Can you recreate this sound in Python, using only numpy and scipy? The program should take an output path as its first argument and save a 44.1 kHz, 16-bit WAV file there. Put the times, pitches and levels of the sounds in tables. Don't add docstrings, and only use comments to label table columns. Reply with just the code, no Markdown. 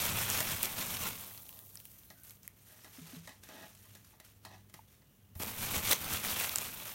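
import sys
import numpy as np
from scipy import signal
from scipy.fft import rfft, irfft
from scipy.io import wavfile
from scipy.ndimage import uniform_filter1d

SR = 44100
rng = np.random.default_rng(int(sys.argv[2]) if len(sys.argv) > 2 else 0)


def to_wav(s):
    ch = np.atleast_2d(s).T
    pcm = np.round(np.clip(ch, -1, 1) * 32767)
    wavfile.write(sys.argv[1], SR, pcm.astype(np.int16))


N = 306336

# start_s [s], length_s [s], rub_db [dB]
HAND_IN_FILLING = [(-0.05, 1.117, -45.5), (5.391, 1.4, -49)]
# start_s [s], length_s [s], rub_db [dB], rumble_over_rub_db [dB]
FINGER_PUSHES = [(-0.03, 0.12, -36, -15), (0.073, 0.089, -42, -5), (0.152, 0.095, -37.5, -14),
                 (0.261, 0.13, -37, -15), (0.436, 0.096, -39.5, -10), (0.602, 0.048, -42, -17),
                 (0.75, 0.072, -41, -9.5), (0.855, 0.099, -42.5, -14), (0.982, .09, -42, -6),
                 (5.384, .11, -49, -2), (5.556, 0.14, -42, -6), (5.682, 0.094, -39.5, -8.5),
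                 (5.818, 0.087, -34.5, -13.5), (5.987, 0.09, -45, -5), (6.082, 0.068, -37, -9.5),
                 (6.217, .11, -38, -12), (6.347, 0.099, -37, -21), (6.48, 0.19, -45, -16),
                 (6.74, 0.033, -52.5, -5), (6.83, 0.084, -49.5, -18)]
# start_s [s], level_db [dB], pitch_hz [Hz], crack_over_level_db [dB]
CREASE_SNAPS = [(0.301, -19.5, 7800, -9), (0.6305, -18, 9600, -7.5), (1.3765, -39, 4050, -9),
                (1.492, -40, 2980, -7), (1.5907, -42.5, 3100, -1), (1.7555, -33, 8900, -22),
                (1.773, -35.5, 5370, -27), (1.8016, -43.5, 3200, -5), (1.854, -44, 3020, -1),
                (2.1026, -42, 4400, -14), (2.235, -48, 9500, -4), (2.2962, -41.5, 5900, -12),
                (2.308, -42.5, 2740, -5), (2.432, -46, 5900, -8), (2.478, -38.5, 2040, -3.5),
                (5.914, -14, 3830, -11), (5.9236, -15, 2180, -17), (5.9294, -17, 3400, -14),
                (6.249, -24.5, 2100, -12), (6.3997, -23, 2350, -7), (6.4939, -22.5, 3350, -13),
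                (6.5586, -13.5, 7350, -18), (6.5846, -18, 7760, -22)]
# start_s [s], length_s [s], level_db [dB]
SQUEEZED_PIECES = [(0.403, 0.0091, -27), (0.624, 0.035, -35), (5.418, 0.02, -37), (5.749, 0.018, -32.5),
                   (5.907, 0.028, -25)]
# start_s [s], length_s [s], rustle_db [dB], fizz_over_rustle_db [dB]
FILLING_STIRS = [(1.147, 0.56, -67, 11.5), (1.712, 0.25, -66.5, 9), (1.966, 0.23, -68.5, 8.5),
                 (2.227, 0.07, -62.5, 9.5), (2.416, 0.027, -63.5, 2), (2.553, 0.13, -69, 6),
                 (2.655, 0.31, -63, 2.5), (2.915, .13, -59, -1.5), (3.05, 0.11, -56.5, -2),
                 (3.222, 0.1, -60.5, -5), (3.418, 0.28, -60.5, 0.5), (3.76, 0.21, -65.5, 3.5),
                 (4.04, 0.081, -68, 3), (4.23, 0.037, -62, 0), (4.42, 0.14, -67, -5),
                 (4.72, 0.054, -68.5, 5), (4.866, 0.073, -68.5, 0), (5.346, 0.09, -67, 17.5)]
# start_s [s], level_db [dB],
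# hollow_over_level_db [dB]
CARDBOARD_TAPS = [(0.405, -20, -15), (2.104, -42, -11.5), (2.845, -39, -13.5), (3.274, -36, -12),
                  (3.292, -41.5, -12), (3.435, -37, -23), (3.488, -39, -12.5), (3.75, -41.5, -32),
                  (3.951, -38.5, -19), (4.046, -43, -36), (4.248, -43, -28), (4.2, -38, -19.5),
                  (4.45, -33.5, -15.5), (4.697, -46.5, -23), (4.74, -34.5, -18.5), (5.019, -62, -3),
                  (5.353, -44, -12), (5.4, -33, -9)]
# start_s [s], length_s [s], level_db [dB], rasp_hz [Hz]
CARDBOARD_DRAGS = [(1.48, 0.16, -71, 950), (2.685, 0.11, -69.5, 1730), (2.85, 0.039, -64, 1050),
                   (3.049, 0.11, -65, 2110), (3.279, 0.048, -62.5, 830), (3.493, 0.17, -55, 1850),
                   (3.848, 0.03, -67.5, 1070), (3.944, 0.037, -66, 1970), (4.132, 0.023, -67.5, 845),
                   (4.447, 0.037, -60.5, 875), (4.504, 0.051, -58, 870), (4.744, 0.031, -82, 700)]
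# start_s [s], pitch_hz [Hz], level_db [dB], decay_cycles [cycles]
HOLLOW_BUMPS = [(0.403, 119, -40, 1.3), (.533, 99, -41, 1.9), (2.982, 259, -46, 4.5),
                (3.009, 162.4, -46.5, 6.1), (3.131, 255, -44, 4.5), (3.158, 166.6, -45, 7.1),
                (4.791, 890, -45.5, 3.9), (5.357, 85, -38, 1.6), (5.766, 81, -33.5, 1.3)]
# start_s [s], length_s [s], pitch_hz [Hz], level_db [dB]
THIN_WHISTLES = [(2.14, 0.15, 1526, -75.5), (5.02, 0.38, 2870, -87)]
# pitch_hz [Hz], width_hz [Hz], gain_db [dB]
PANEL_RESONANCES = [(221, 80, 4.5), (645, 65, 3.5), (856, 76, 2), (1253, 135, -3.5), (1666, 46, -1),
                    (1970, 150, 1), (2560, 47, -2.5), (3800, 790, -9.5), (5800, 740, -12)]
# pitch_hz [Hz], level_db [relative dB per Hz]
FOAM_COLOUR = [(150, -39.5), (250, 3), (429, 2), (618, 0.5), (1790, -6), (2320, -0.5), (3520, -1),
               (4900, -6), (5830, -1), (9170, -3), (10400, -5), (13700, 1.5), (15200, -0.5), (16000, 2.5)]
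# pitch_hz [Hz], level_db [relative dB per Hz]
RUSTLE_COLOUR = [(200, -24.5), (400, 7.5), (800, -2.5), (1250, -2), (2000, -4.5), (2900, -5), (4800, -9.5),
                 (6000, -6), (8000, -11), (9600, -5.5), (10600, -10.5), (12000, 0), (15000, -1.5),
                 (16000, 2.5)]
# pitch_hz [Hz], level_db [relative dB per Hz]
BOX_RUMBLE_COLOUR = [(20, -4), (40, -21), (67, -4), (92, 0.5), (140, -3), (211, -3.5), (319, -14),
                     (420, -18), (600, -38)]
# pitch_hz [Hz], level_db [relative dB per Hz]
ROOM_AIR_COLOUR = [(15, -37), (30, -18), (60, -3.5), (100, -1.5), (149, -6), (205, -7.5), (280, -14),
                   (363, -16.5), (600, -21.5), (1070, -27), (2400, -32.5), (3200, -28), (4900, -49),
                   (11000, -31.5), (16000, -25)]

AIR_DB = -64.5
HUM_HZ, HUM_DB = 100.3, -67
TOP_HZ, FIZZ_ABOVE_HZ = 15900, 9800
GRIP_ATTACK_S, GRIP_RELEASE_S = 0.01, 0.2
PUSH_ATTACK_S, PUSH_RELEASE_S = 0.038, 0.045
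STIR_ATTACK_S, STIR_RELEASE_S = 0.018, 0.062
ORDINARY_DB, FIZZ_FOLLOWS, BODY_FOLLOWS = -44.5, 0.81, 0.94
PRESSED_SPREAD_DB, FREED_SPREAD_DB, RELAX_S = 2.0, 3, 4.1
BUMP_SWELL_SHARE = 0.22


def scoops(friction, film, rub_db, fizz_db, body_db, crinkle_db, rumble_db, grip_rumble_db, loaded_body_db):
    rub_power = 1e-14
    for s, length, db in HAND_IN_FILLING:
        rub_power = rub_power + (from_db(db) * gesture(s, length, GRIP_ATTACK_S, GRIP_RELEASE_S)) ** 2
    load_power = rub_power * from_db(grip_rumble_db) ** 2
    for s, length, db, rumble in FINGER_PUSHES:
        push = (from_db(db) * gesture(s, length, PUSH_ATTACK_S, PUSH_RELEASE_S)) ** 2
        rub_power = rub_power + push
        load_power = load_power + push * from_db(rumble) ** 2
    effort = np.sqrt(rub_power) / from_db(ORDINARY_DB)
    weight = np.sqrt(load_power) / from_db(ORDINARY_DB)

    body_level = np.hypot(effort ** BODY_FOLLOWS * from_db(body_db), weight * from_db(loaded_body_db))
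    foam = colour(friction, FOAM_COLOUR)
    middle = rms_one(cut(foam, [1400, FIZZ_ABOVE_HZ], "band", order=4))
    fizz = rms_one(cut(foam, FIZZ_ABOVE_HZ, "high"))
    body = rms_one(cut(foam, 1350, "low", order=4))
    rub = effort * (from_db(rub_db) * middle + from_db(crinkle_db) * film)
    rub += effort ** FIZZ_FOLLOWS * from_db(fizz_db) * fizz
    rub += body_level * body
    shake = weight * from_db(rumble_db) * colour(slips(700, 0.95), BOX_RUMBLE_COLOUR)
    return from_db(ORDINARY_DB) * (rub + shake)


def slip_spread():
    t = np.arange(N) / SR
    first_start, first_length, _ = HAND_IN_FILLING[0]
    lifted_s = first_start + first_length
    freed = (t > lifted_s) & (t < HAND_IN_FILLING[1][0])
    relaxing = FREED_SPREAD_DB * np.exp(-(t - lifted_s) / RELAX_S)
    return np.where(freed, relaxing, PRESSED_SPREAD_DB)


def slips(per_s, spread_db, size=N):
    sizes = from_db(spread_db * np.minimum(rng.standard_exponential(size), 6))
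    chance = rng.uniform(-1, 1, size)
    clicks = np.copysign(sizes, chance) * (np.abs(chance) < per_s / SR)
    nearby_power = uniform_filter1d(clicks ** 2, size=3000)
    return clicks / np.sqrt(np.maximum(nearby_power, 1e-9))


def foam_cells(clicks, width_hz, count=6):
    dealt = rng.integers(0, count, len(clicks))
    pitches = (np.arange(count) + .5) * TOP_HZ / count
    return sum(resonance(clicks * (dealt == k), hz, width_hz) for k, hz in enumerate(pitches))


def contacts(x, low_hz, high_hz, sharpness, boost_db, size=2600, count=330):
    out, touch = x.copy(), np.hanning(size)
    for when, pitch in rng.random((count, 2)):
        at = int(when * (N - size))
        hz = low_hz * (high_hz / low_hz) ** pitch
        ring = resonance(x[at:at + size] * touch, hz, hz / sharpness)
        add(out, at / SR, from_db(boost_db) * ring)
    return out


def crinkle(per_s, spread_db, low_hz, high_hz, sharpness, count=9):
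    clicks, dealt = slips(per_s, spread_db), rng.integers(0, count, N)
    out = np.zeros(N)
    for k, hz in enumerate(np.geomspace(low_hz, high_hz, count)):
        out += resonance(clicks * (dealt == k), hz, hz / sharpness) / np.sqrt(hz)
    return rms_one(out)


def snaps(ring_db, crack_db, knock_db, sharpness):
    out = np.zeros(N)
    for s, db, hz, crack_rel in CREASE_SNAPS:
        ring = resonance(burst(0.00063, size=512), hz, hz / sharpness)
        crack = cut(burst(0.0003, size=512), 10500, "high")
        knock = cut(burst(0.004, size=512), [600, 2400], "band")
        snap = from_db(ring_db) * rms_one(ring)
        snap += from_db(crack_rel + crack_db) * rms_one(crack)
        snap += from_db(knock_db) * rms_one(knock)
        add(out, s, from_db(db) * snap)
    return out


def scrunches(edge=0.0061):
    out = np.zeros(N)
    for s, length, db in SQUEEZED_PIECES:
        force = stroke(length, edge)
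        jumps_db = 4.1 * np.repeat(rng.standard_normal(64), 64)
        stutter = slips(12000, 2.0, size=4096) * from_db(jumps_db)
        add(out, s - edge / 2, from_db(db) * force * colour(stutter, FOAM_COLOUR)[:len(force)])
    return out


def settling(friction, film, rustle_db, fizz_db, crinkle_db, rest_db):
    rustle_power = fizz_power = from_db(rest_db) ** 2
    for s, length, db, bright in FILLING_STIRS:
        stir = (from_db(db) * gesture(s, length, STIR_ATTACK_S, STIR_RELEASE_S)) ** 2
        rustle_power = rustle_power + stir
        fizz_power = fizz_power + stir * from_db(bright) ** 2
    crackle = colour(friction, RUSTLE_COLOUR)
    rustle = from_db(rustle_db) * rms_one(cut(crackle, 9040, "low", order=4))
    fizz = from_db(fizz_db) * rms_one(cut(crackle, 8700, "high", order=4))
    return np.sqrt(rustle_power) * (rustle + from_db(crinkle_db) * film) + np.sqrt(fizz_power) * fizz


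def taps(tick_db, hollow_db):
    out = np.zeros(N)
    for s, db, hollow in CARDBOARD_TAPS:
        tick_and_brush = cut(burst(0.0039) + 1.4 * burst(0.0067), 820, "high", order=1)
        panel = cardboard(burst(0.0077))
        tap = from_db(tick_db) * rms_one(tick_and_brush)
        tap += from_db(hollow + hollow_db) * rms_one(panel)
        add(out, s, from_db(db) * tap)
    return out


def drags(rasp_db=-5, sharpness=4, edge=.018):
    out = np.zeros(N)
    for s, length, db, hz in CARDBOARD_DRAGS:
        force, judder = stroke(length, edge), slips(900, 1.1, size=20000)
        rasp = resonance(judder, hz, hz / sharpness)
        sound = rms_one(cardboard(judder)) + from_db(rasp_db) * rms_one(rasp)
        add(out, s - edge / 2, from_db(db) * force * sound[:len(force)])
    return out


def cardboard(x):
    out = np.zeros(len(x))
    for k, (hz, width, db) in enumerate(PANEL_RESONANCES):
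        out += (-1) ** k * from_db(db) * resonance(x, hz, width)
    return out


def bumps(overtone=2.6, overtone_db=-17):
    out, t = np.zeros(N), np.arange(SR // 2) / SR
    for s, hz, db, cycles in HOLLOW_BUMPS:
        decay = cycles / hz
        swell = 1 - np.exp(-(t / (BUMP_SWELL_SHARE * decay)) ** 2)
        shape = swell * np.exp(-t / decay)
        shape = shape / shape.max()
        tone = np.sin(2 * np.pi * hz * t)
        upper = from_db(overtone_db) * shape * np.sin(2 * np.pi * overtone * hz * t)
        add(out, s, from_db(db) * shape * (tone + upper))
    return out


def whistles(width_hz=90, edge=.015):
    out = np.zeros(N)
    for s, length, hz, db in THIN_WHISTLES:
        force = stroke(length, edge)
        tone = resonance(resonance(rng.standard_normal(SR // 2), hz, width_hz), hz, width_hz)
        add(out, s - edge / 2, from_db(db) * force * rms_one(tone)[:len(force)])
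    return out


def room(x, t60, wall_hz, wet_db):
    tail = cut(burst(t60 / np.log(1000), size=16384), wall_hz, "low", order=1)
    tail = np.concatenate([np.zeros(round(.003 * SR)), tail])
    return x + from_db(wet_db) * signal.oaconvolve(x, tail)[:N]


def background(octave_db=-9):
    air = from_db(AIR_DB) * colour(rng.standard_normal(N), ROOM_AIR_COLOUR)
    phase = 2 * np.pi * HUM_HZ * np.arange(N) / SR + .5 * drift(9)
    hum = np.sin(phase) + from_db(octave_db) * np.sin(2 * phase)
    hum = hum * from_db(4.1 * drift(4.6))
    return air + from_db(HUM_DB) * rms_one(hum)


def from_db(db):
    return np.exp(np.asarray(db) * (np.log(10) / 20))


def rms_one(x):
    return x / np.sqrt(np.mean(x ** 2) + 1e-20)


def gesture(s, length, attack, release):
    t = np.arange(N) / SR - s
    return np.clip(t / attack, 0, 1) * np.exp(-np.clip((t - length) / release, 0, 20))


def stroke(length, edge):
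    t = np.arange(round((length + edge) * SR)) / SR
    return np.clip(np.minimum(t, t[-1] - t) / edge, 0, 1)


def burst(decay, size=8192):
    x = rng.standard_normal(size) * np.exp(-np.arange(size) / SR / decay)
    return x / np.linalg.norm(x)


def drift(rate):
    knots = rng.standard_normal(4000)
    return rms_one(np.interp(np.arange(N) / SR * rate, np.arange(len(knots)), knots))


def add(out, s, sound):
    at = max(round(s * SR), 0)
    out[at:at + len(sound)] += sound[:N - at]


def cut(x, hz, kind, order=2):
    return signal.sosfilt(signal.butter(order, hz, kind, fs=SR, output="sos"), x)


def resonance(x, hz, width):
    r = np.exp(-np.pi * width / SR)
    drive = x + 1e-18
    drive[2:] -= x[:-2] - 1e-18
    return signal.lfilter([(1 - r * r) / 2], [1, -2 * r * np.cos(2 * np.pi * hz / SR), r * r], drive)


def colour(x, spectrum, size=4096):
    hz, db = np.transpose(spectrum)
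    grid = np.maximum(np.arange(size // 2 + 1) * SR / size, 1)
    gain = from_db(np.interp(np.log(grid), np.log(hz), db))
    cepstrum = irfft(np.log(gain))
    cepstrum[1:size // 2] *= 2
    cepstrum[size // 2 + 1:] = 0
    response = irfft(np.exp(rfft(cepstrum)))
    return rms_one(signal.oaconvolve(x, response)[:len(x)])


def scene():
    clumps = from_db(1.18 * drift(110))
    friction = foam_cells(slips(7000, slip_spread()) * clumps, width_hz=3800)
    friction = contacts(friction, low_hz=950, high_hz=9170, sharpness=20.0, boost_db=0.0)
    film = crinkle(per_s=260, spread_db=3.5, low_hz=1650, high_hz=11800, sharpness=2.8)
    close = scoops(friction, film, rub_db=-0.5, fizz_db=-0.3, body_db=-9, crinkle_db=-10, rumble_db=2.0,
                   grip_rumble_db=-10, loaded_body_db=-4)
    close += snaps(ring_db=-17.5, crack_db=-2.5, knock_db=-31.5, sharpness=4.1)
    close += scrunches()
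    close += settling(friction, film, rustle_db=-1.66, fizz_db=-3.5, crinkle_db=-10, rest_db=-75.5)
    box = taps(tick_db=-28.5, hollow_db=-14.5) + drags()
    near = room(close, t60=0.3, wall_hz=4860, wet_db=-12.5)
    far = room(box, t60=0.26, wall_hz=5900, wet_db=-4)
    return (near + far + bumps() + whistles() + background())[None]


def record(dry):
    return signal.sosfilt(signal.ellip(12, .1, 80, TOP_HZ, fs=SR, output="sos"), dry)


dry = scene()
out = record(dry)
to_wav(out)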